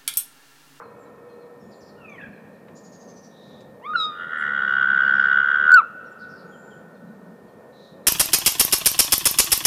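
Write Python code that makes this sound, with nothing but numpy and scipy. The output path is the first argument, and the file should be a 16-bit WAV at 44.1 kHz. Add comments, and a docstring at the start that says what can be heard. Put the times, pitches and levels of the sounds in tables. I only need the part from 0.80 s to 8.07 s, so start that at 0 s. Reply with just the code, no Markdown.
"""At the edge of a conifer wood a bull elk bugles close by. His whistle climbs and breaks into a squeal,
is chopped into a rattle by his slow vocal folds, then sounds free in a loud pure peak that drops away
and echoes off the slopes. Before him an earlier call dies among the trees, a farther elk mews through
the resonances of its throat, and twigs snap. Small birds call in gliding tones throughout, over a low
outdoor rumble, a hiss, a far drone and a thin whine."""
import sys
import numpy as np
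from scipy import signal
from scipy.fft import rfft, irfft
from scipy.io import wavfile

SR = 44100
rng = np.random.default_rng(int(sys.argv[2]) if len(sys.argv) > 2 else 0)


def store_pcm(level_fs):
    """Save levels as 16-bit WAV."""
    pcm = np.round(np.clip(level_fs, -1, 1) * 32767).astype(np.int16)
    wavfile.write(sys.argv[1], SR, np.atleast_2d(pcm).T)


N = 320553
TIME = np.arange(N) / SR
# the bugle's stages: the whistle climbs, breaks upward, is chopped by the folds, then sounds free
CLIMB_AT_S, BREAK_AT_S, RATTLE_AT_S, FREE_AT_S = 2.991, 3.135, 3.3, 4.923
WHISTLE_HZ = 1492   # the whistle's resting pitch


def from_db(db):
    """Amplitude ratio of a level in decibels."""
    return 10 ** (np.asarray(db) / 20)


def rms_one(x):
    """Normalisation to unit rms."""
    return x / np.sqrt(np.mean(x ** 2) + 1e-20)


def noise():
    """Gaussian white noise."""
    return rng.standard_normal(N)


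def band(x, low_hz, high_hz, order=2):
    """Butterworth band-pass."""
    return signal.sosfilt(signal.butter(order, [low_hz, high_hz], "band", fs=SR, output="sos"), x + 1e-18)


def drift(rate_hz):
    """Random modulation: low-passed noise of unit rms."""
    r = np.exp(-2 * np.pi * rate_hz / SR)
    return rms_one(signal.lfilter([1], [1, -2 * r, r * r], rng.standard_normal(N + SR))[SR:])


def phase_of(hz):
    """Phase is the time integral of angular frequency."""
    return 2 * np.pi * np.cumsum(hz) / SR


def since(s):
    """Seconds elapsed after a moment, zero before it."""
    return np.maximum(TIME - s, 0)


def envelope(s, attack_s, hold_s, release_s):
    """Smooth attack, hold, exponential decay."""
    attack = np.sin(np.pi / 2 * np.minimum(since(s) / attack_s, 1)) ** 2
    return attack * np.exp(-since(s + attack_s + hold_s) / release_s)


def hump(s, half_s):
    """A Gaussian pulse of height one."""
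    return np.exp(-((TIME - s) / half_s) ** 2)


def swelling(rows):
    """Gain of superposed Gaussian swells."""
    return sum(from_db(db) * hump(s, half_s) for s, half_s, db in rows)


def resonate(x, modes):
    """Parallel resonators, each applied twice to deepen the valleys between them; unit rms."""
    out = 0
    for hz, width_hz, level_db in modes:
        b, a = signal.iirpeak(hz, hz / width_hz, fs=SR)
        out += from_db(level_db) * rms_one(signal.lfilter(b, a, signal.lfilter(b, a, x + 1e-18)))
    return rms_one(out)


def wood(x, t60_s, low_hz, high_hz, build_s):
    """Reverberation: countless trunks and slopes scatter sound into an exponentially decaying tail."""
    tail = band(noise(), low_hz, high_hz) * from_db(-60 * TIME / t60_s) * (1 - np.exp(-TIME / build_s))
    passband_gain = np.sqrt(np.sum(tail ** 2) * SR / (2 * (high_hz - low_hz)))
    return signal.fftconvolve(x, tail / passband_gain)[:N]


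def rumble(low_db=-54.5, middle_db=-50, split_hz=300):
    """Coloured noise whose low and middle bands waver independently; a narrow low band swells at times."""
    # spectrum of the outdoor air: f/Hz, relative spectral level/dB
    spectrum = [(15, -75), (25, -40.5), (38, -29.5), (97, -12), (208, -1), (323, -8.5), (483, -2),
                (531, -2.5), (808, -12.5), (856, -12), (1060, -15), (1230, -18.5), (1800, -26.5),
                (1980, -33.5), (2400, -29.5), (3120, -54), (5280, -120)]
    # swells of the rumble: t/s, half length/s, level/dB
    swells = [(1.47, 0.25, -53.5), (2.3, 0.95, -52.5), (5.72, 0.28, -50), (6.32, 0.28, -46)]
    hz, level_db = np.transpose(spectrum)
    bin_hz = np.arange(N // 2 + 1) * SR / N
    colour = from_db(np.interp(np.log(bin_hz + 1), np.log(hz), level_db))
    air = irfft(rfft(noise()) * colour, N)
    low = signal.sosfiltfilt(signal.butter(3, split_hz, fs=SR, output="sos"), air)
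    out = from_db(low_db + 3.5 * drift(6)) * rms_one(low)
    out += from_db(middle_db + drift(4.4)) * rms_one(air - low)
    return out + swelling(swells) * rms_one(band(noise(), 159, 242, order=3))


def hiss(level_db=-68):
    """Stationary broadband noise with a raised band in the low treble."""
    return from_db(level_db) * rms_one(noise() + 1.5 * band(noise(), 1500, 4500))


def drone(hz=476, level_db=-61.5):
    """A far tone, randomly modulated in frequency and amplitude, that swells twice."""
    # swells of the drone: t/s, half length/s, level/dB
    swells = [(.1, 0.14, -50.5), (.56, 0.19, -45)]
    tone = rms_one(np.sin(phase_of(hz * (1 + .0099 * drift(15)))))
    return (from_db(level_db) + swelling(swells)) * from_db(2 * drift(5.5)) * tone


def whine():
    """Two thin tones whose spectral lines are broadened by frequency jitter."""
    # tones of the whine: f/Hz, level/dB
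    tones = [(1760, -69.5), (1841, -64.5)]
    return sum(from_db(db + .37 * drift(5.6)) * rms_one(np.sin(phase_of(hz * (1 + .0068 * drift(40)))))
               for hz, db in tones)


def lingering_call(end_db=-40.5, echo_db=-51.5, fade_db_per_s=12):
    """Reverberant decay: an earlier call just ends, and its echo fades among the trees."""
    # bands of the echo: f/Hz, bandwidth/Hz, relative level/dB
    bands = [(1000, 170, -0.5), (1308, 120, -2), (1547, 140, -13), (2240, 100, -16), (2540, 30, -16.5)]
    ending = from_db(end_db) * hump(0, half_s=.043) * rms_one(band(noise(), 890, 1540, order=3))
    return ending + from_db(echo_db - fade_db_per_s * TIME) * resonate(noise(), bands)


def bird_notes(rows, fall, arch, buzz, hoarse_db):
    """Frequency-modulated tones with a noisy edge; fall, arch and buzz are fractions of the pitch."""
    out, buzzing = np.zeros(N), drift(550)
    rasp = rms_one(band(noise(), 4400, 6400))
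    for s, length, middle_hz, level_db in rows:
        at = (TIME >= s) & (TIME < s + length)
        progress = (TIME[at] - s) / length
        swell = np.sqrt(np.sin(np.pi * progress))
        hz = middle_hz * (1 - fall * (progress - .5) - arch * (2 * progress - 1) ** 2)
        tone = np.sqrt(2) * np.sin(phase_of(hz * (1 + buzz * buzzing[at])))
        out[at] += from_db(level_db) * swell * (tone + from_db(hoarse_db) * rasp[at] * swell)
    return out


def chips():
    """Short bird notes, clean because their modulation is shallow."""
    # chips: t/s, length/s, f/Hz, level/dB
    notes = [(.022, 0.048, 4200, -63), (.185, .064, 7350, -65), (.49, .051, 4160, -64),
             (.595, .055, 4200, -66), (.798, .041, 5400, -62.5), (1.295, 0.0083, 6270, -54),
             (1.52, .069, 4150, -69), (1.72, .044, 4100, -69), (3.569, .075, 10200, -63),
             (3.578, 0.042, 7700, -60.5), (5.257, 0.034, 5620, -63), (5.313, .019, 7160, -64),
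             (5.719, 0.041, 3200, -56.5), (5.856, .03, 3770, -75), (5.903, 0.037, 3170, -56),
             (6.138, .027, 4200, -67), (6.268, .034, 3940, -70)]
    return bird_notes(notes, fall=.089, arch=.017, buzz=.014, hoarse_db=-21)


def twitter(low_hz=3200, high_hz=4600, level_db=-70, spread_db=.5, count=16):
    """Faint chips of far birds, uniformly distributed in time and pitch."""
    notes = [(TIME[-1] * when, .04, low_hz + (high_hz - low_hz) * pitch,
              level_db + spread_db * (2 * loud - 1)) for when, pitch, loud in rng.random((count, 3))]
    return bird_notes(notes, fall=.12, arch=.012, buzz=.02, hoarse_db=-12.5)


def thin_whistles(rise_s=.076):
    """Bird whistles whose frequency rises exponentially toward a slowly sagging limit."""
    # whistles: t/s, length/s, starting f/Hz, limiting f/Hz, sag/(Hz/s), level/dB
    notes = [(.8, .32, 6400, 7330, 500, -68), (5.655, .36, 6500, 7500, 1100, -63)]
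    out, buzzing = np.zeros(N), drift(550)
    for s, length, start_hz, held_hz, sag, level_db in notes:
        at = (TIME >= s) & (TIME < s + length)
        t = TIME[at] - s
        hz = held_hz + (start_hz - held_hz) * np.exp(-t / rise_s) - sag * t
        tone = np.sin(phase_of(hz * (1 + .017 * buzzing[at])))
        out[at] += from_db(level_db) * np.sqrt(2 * np.sin(np.pi * t / length)) * tone
    return out


def chirrups():
    """Steeply falling bird notes; deep frequency modulation spreads them into buzzing sidebands."""
    # chirrups: t/s, length/s, f/Hz, level/dB
    notes = [(.907, 0.053, 4560, -57), (1.003, 0.043, 5140, -55), (1.045, .072, 4780, -56),
             (4.23, .085, 4540, -57), (4.329, 0.18, 4950, -57), (5.385, .073, 4440, -55.5),
             (5.485, .065, 5100, -57), (5.55, .085, 4630, -56.5)]
    return bird_notes(notes, fall=.25, arch=.015, buzz=.086, hoarse_db=-23)


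def mew(gain_db=-43, shimmer_db=4.5):
    """Source and filter: a falling cry's harmonics light up in turn as they pass throat resonances."""
    # pitch of the farther elk: t/s, f/Hz
    pitch = [(1.19, 1439), (1.25, 1300), (1.3, 1182), (1.345, 1116), (1.41, 833), (1.52, 804)]
    # response of its throat: f/Hz, relative level/dB
    throat = [(800, -28), (1100, -11.5), (1450, -10), (1700, 6.5), (2000, -12.5), (2400, -3), (2900, -21),
              (3300, -16.5), (4000, -49)]
    hz = np.interp(TIME, *np.transpose(pitch))
    jitter = .0067 + .0355 * hump(1.45, half_s=.086)   # hoarse at the end
    phase = phase_of(hz * (1 + jitter * drift(150)))
    cry = 0
    for k in range(1, 5):
        harmonic_db = np.interp(k * hz, *np.transpose(throat)) - (k + 1)   # source slope: 1 dB a harmonic
        cry += from_db(harmonic_db + shimmer_db * drift(100)) * np.sin(k * phase)
    return np.sqrt(2) * from_db(gain_db) * cry * envelope(1.14, attack_s=.09, hold_s=.2, release_s=.035)


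def twigs(decay_s=.013, gain_db=12.5):
    """Snapping twigs are transients: band-limited noise with a sudden onset and exponential decay."""
    # snaps: t/s, relative level/dB, f/Hz near the top of the band
    snaps = [(1.883, -52.5, 2830), (2.806, -64.5, 7460)]
    out = np.zeros(N)
    for s, level_db, hz in snaps:
        burst = (TIME >= s) * np.exp(-since(s) / decay_s) * noise()
        out += from_db(level_db + gain_db) * band(burst, hz / 3.6, hz * .96, order=3)
    return out


def trill(at_s=1.95, step_s=.0835, hurry_s=.0007, note_s=.0536, first_hz=7050, step_hz=185,
          level_db=-53, accent_db=1):
    """A bird's train of hoarse arched glides, the first accented, each lower and sooner than the last."""
    notes = [(at_s + k * (step_s - k * hurry_s), note_s, first_hz - k * step_hz,
              level_db + accent_db * (k == 0)) for k in range(7)]
    return bird_notes(notes, fall=-.049, arch=.054, buzz=.021, hoarse_db=-2.5)


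def wheezes():
    """Long bird notes of nearly level pitch, roughened by modulation and noise."""
    # wheezes: t/s, length/s, f/Hz, level/dB
    notes = [(2.5, 0.35, 3800, -55), (6.92, 0.23, 3950, -55), (7.229, 0.0645, 3900, -62)]
    return bird_notes(notes, fall=.037, arch=.014, buzz=.054, hoarse_db=-11)


def whistle(hz, octave_db, shrill_db, jitter, shimmer_db):
    """The bull's whistle is a harmonic series: fundamental, octave and shrill partials waver as one."""
    # shrill partials: harmonic number, relative level/dB
    partials = [(3, 2), (4, -19), (5, -34.5), (6, -35.5), (7, -48)]
    phase = phase_of(hz * (1 + jitter * drift(120)))
    shrill = sum(from_db(db) * np.sin(k * phase) for k, db in partials)
    octave = np.sin(2 * phase) * (.7 + .51 * drift(97))
    tone = np.sin(phase) + from_db(octave_db) * octave + from_db(shrill_db) * shrill
    return np.sqrt(2) * tone * from_db(shimmer_db * drift(95))


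def slack_db(hz, taut_hz, db_per_octave=50):
    """Level follows frequency: a slack whistle is weaker as well as lower."""
    return -db_per_octave * np.maximum(np.log2(taut_hz / hz), 0)


def climb(start_hz=779, top_hz=1240, climb_s=.1, level_db=-29.5):
    """An upward glide: the whistle grows louder, and its overtones fade as it reaches its pitch."""
    risen = np.sin(np.pi / 2 * np.minimum(since(CLIMB_AT_S) / climb_s, 1)) ** 2
    hz = start_hz + (top_hz - start_hz) * risen
    pure = risen ** 8
    tone = whistle(hz, -5 - 29.5 * pure, -17.5 - 10.5 * pure, jitter=.0086, shimmer_db=1.5)
    shape = envelope(CLIMB_AT_S, attack_s=.03, hold_s=BREAK_AT_S - CLIMB_AT_S - .03, release_s=.002)
    return from_db(level_db + slack_db(hz, top_hz)) * tone * shape


def squeal(broken_hz=1442, slipped_hz=1362, end_hz=1218, sag_s=.058, level_db=-28.5):
    """Frequency jumps: the whistle yelps upward, slips a step, then sags as its shrill partials swell."""
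    yelp_at_s = BREAK_AT_S + .0225
    slip_at_s = yelp_at_s + .003
    sagging_hz = end_hz + (slipped_hz - end_hz) * np.exp(-since(yelp_at_s + .0051) / sag_s)
    hz = np.where(TIME < slip_at_s, broken_hz, sagging_hz)
    opened = 1 - np.exp(-since(slip_at_s) / .006)
    shrill = .0081 + opened * (from_db(-14.5) + from_db(.5) * hump(3.228, half_s=.037))
    tone = whistle(hz, octave_db=-28, shrill_db=20 * np.log10(shrill), jitter=.0098, shimmer_db=1.5)
    yelp = 1 + from_db(9.5) * hump(yelp_at_s, half_s=.0064) + .8 * hump(3.176, half_s=.01)
    shape = envelope(BREAK_AT_S, attack_s=.0012, hold_s=.13, release_s=.074)
    return from_db(level_db) * yelp * tone * shape


def fold_rate(rest_hz=67.4, tight_hz=24, settle_s=.65, push_hz=11.6, push_s=.18):
    """Tension sets the folds' rate: they start tight, settle, and quicken for the last push."""
    unsettled = np.clip(1 - since(RATTLE_AT_S) / settle_s, 0, 1) ** 1.8
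    return rest_hz + tight_hz * unsettled + push_hz * np.exp(np.minimum(TIME - FREE_AT_S, 0) / push_s)


def rattle_pitch(flat_hz=112, settle_s=.26, dip_hz=32, dip_s=.07):
    """The carrier frequency relaxes up to the resting pitch and dips as the whistle comes free."""
    return WHISTLE_HZ - flat_hz * np.exp(-since(RATTLE_AT_S) / settle_s) - dip_hz * hump(FREE_AT_S, dip_s)


def growl(fold_phase, gain_db=-47.5):
    """Low harmonics of the fold rate sound from the chest; the twelfth meets a throat resonance."""
    # chest partials: harmonic number, relative level/dB
    partials = [(2, -1.5), (3, 7), (4, -20)]
    chest = rms_one(sum(from_db(db) * np.sin(k * fold_phase) for k, db in partials))
    chest += from_db(-7.5) * np.sin(12 * fold_phase)
    return from_db(gain_db) * chest * envelope(3.48, attack_s=.22, hold_s=.92, release_s=.085)


def rattle(open_share=.576, edge_share=.29, leak=.09, flutter_db=1.6, fray=.42, hoarse_db=-14.5):
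    """Amplitude modulation: the folds pass the whistle in puffs, and each puff sets the throat ringing."""
    # the bull's effort, as the whistle's level: t/s, level/dB
    effort = [(3.3, -47.5), (3.35, -38.5), (3.44, -30), (3.485, -37), (3.53, -29), (3.57, -30),
              (3.62, -24.5), (3.93, -21.5), (4.07, -17.5), (4.84, -18), (4.9, -11.5), (4.925, -7.5)]
    # three groups of throat resonances: f/Hz, relative level/dB
    lower_modes = [(490, -14.5), (815, -8.5), (1150, 3), (1320, 12)]
    upper_modes = [(1760, 13), (1890, 12), (2070, -2)]
    rasp_modes = [(2900, -1), (3250, -1), (3390, -6.5), (3740, -12.5), (4500, -23.5), (4850, -31),
                  (5700, -30), (5930, -31), (6720, -43.5), (7880, -44)]
    whistle_db = np.interp(TIME, *np.transpose(effort))
    fold_hz = fold_rate() * (1 + .005 * drift(40))
    fold_phase = phase_of(fold_hz)
    cycles = fold_phase / (2 * np.pi)
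    in_cycle = cycles % 1
    strength = from_db(flutter_db * noise()[cycles.astype(int)])   # one value a puff
    opening = np.clip(np.minimum(in_cycle, open_share + edge_share / 2 - in_cycle) / edge_share, 0, 1)
    puffs = strength * np.sin(opening * np.pi / 2) ** 2
    ringing = strength * np.sin(np.pi * in_cycle ** .64) ** 2   # outlasts the puff, dies before the next

    def ring(modes):
        """Each mode restarts as the folds open, frayed by turbulence."""
        out = 0
        for hz, db in modes:
            mode = np.sin(2 * np.pi * hz * in_cycle / fold_hz)
            out += from_db(db) * (mode + fray * resonate(noise(), [(hz, 110, 0)]))
        return rms_one(ringing * out)

    phase = phase_of(rattle_pitch() * (1 + .00388 * drift(77.6)))
    hoarse = rms_one(drift(230) * np.sin(phase) + drift(110) * np.cos(phase))   # sounds on between puffs
    chopped = rms_one((puffs + leak) * np.sin(phase))
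    voice = rms_one(chopped + from_db(hoarse_db) * hoarse * (1 - .3 * opening))
    octave = from_db(-8.5) * rms_one(puffs ** 2 * np.sin(2 * phase))
    surge_db = np.maximum(whistle_db + 22, 0)   # the final surge feeds the whistle, not the resonances
    upper_db = -15.5 + 10 * hump(3.62, half_s=.17)   # the throat rings most while the call builds
    voice += from_db(upper_db - surge_db) * ring(upper_modes)
    voice += from_db(-12.5 - surge_db) * ring(lower_modes)
    voice += from_db(-21.5 - surge_db) * rms_one(ring(rasp_modes) + octave)
    voice += from_db(-51) * rms_one(ringing * band(noise(), 3600, 7000))   # turbulence in each puff
    gate = np.interp(TIME, [RATTLE_AT_S - .02, RATTLE_AT_S, FREE_AT_S - .003, FREE_AT_S + .003],
                     [0, 1, 1, 0])
    return from_db(whistle_db) * voice * gate + growl(fold_phase)


def free_whistle(level_db=-5.5, fade_db_per_s=26, scoop_hz=130, scoop_s=.003, step_hz=120,
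                 drop_hz=600, drop_s=.055):
    """No longer chopped, the whistle peaks, cracks down a step, gains harmonics and falls ever faster."""
    t, crack_at_s = since(FREE_AT_S), FREE_AT_S + .044
    reedy = (1 + np.tanh((TIME - crack_at_s) / .0057)) / 2
    fall_hz = drop_hz * (since(crack_at_s + .0052) / drop_s) ** 2
    hz = np.maximum(WHISTLE_HZ - scoop_hz * np.exp(-t / scoop_s) - step_hz * reedy - fall_hz, 600)
    tone = whistle(hz, -42.5 + 23 * reedy, -52 + 12.5 * reedy, jitter=.0028 + .005 * reedy, shimmer_db=1.44)
    shape = envelope(FREE_AT_S, attack_s=.005, hold_s=.054, release_s=.065)
    return from_db(level_db - fade_db_per_s * t + slack_db(hz, taut_hz=1350)) * tone * shape


def echoes(call):
    """Early reflections arrive as delayed copies; diffuse reverberation follows from trees and slopes."""
    # reflections from the ground and near trees: delay t/s, level/dB
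    reflections = [(.0078, -20), (.021, -27), (.046, -31)]
    out = sum(from_db(db) * np.interp(TIME - s, TIME, call, left=0) for s, db in reflections)
    out += from_db(-20) * wood(call, t60_s=.4, low_hz=600, high_hz=5000, build_s=.01)
    out += from_db(-28) * wood(call, t60_s=3.4, low_hz=400, high_hz=3140, build_s=.22)
    # one wooded slope throws back the brighter part of the call
    return out + from_db(-18.5) * wood(call, t60_s=2, low_hz=2430, high_hz=2868, build_s=.015)


def scene():
    """Superposition of the near bull, the more reverberant callers deeper in the trees, and background."""
    bull = climb() + squeal() + rattle() + free_whistle()
    near = bull + echoes(bull)
    cry = mew()
    far = cry + from_db(-5) * wood(cry, t60_s=1.36, low_hz=600, high_hz=3530, build_s=.0024)
    song = trill() + twitter() + chips() + chirrups() + wheezes() + thin_whistles()
    far += from_db(-5.5) * song
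    far += from_db(-7.5) * wood(song, t60_s=.42, low_hz=2503, high_hz=9000, build_s=.0044)
    return (near + far + lingering_call() + twigs() + rumble() + hiss() + drone() + whine())[None]


def record(dry, bass_hz=45, ceiling=.73, stop_hz=16120):
    """Band limiting and clipping: deep bass is rolled off, the loudest peaks flatten, the top is cut."""
    lean = signal.sosfilt(signal.butter(2, bass_hz, "high", fs=SR, output="sos"), dry)
    clipped = np.clip(lean, -ceiling, ceiling)
    return signal.sosfilt(signal.cheby2(16, 70, stop_hz, fs=SR, output="sos"), clipped)


dry = scene()
out = record(dry)
store_pcm(out)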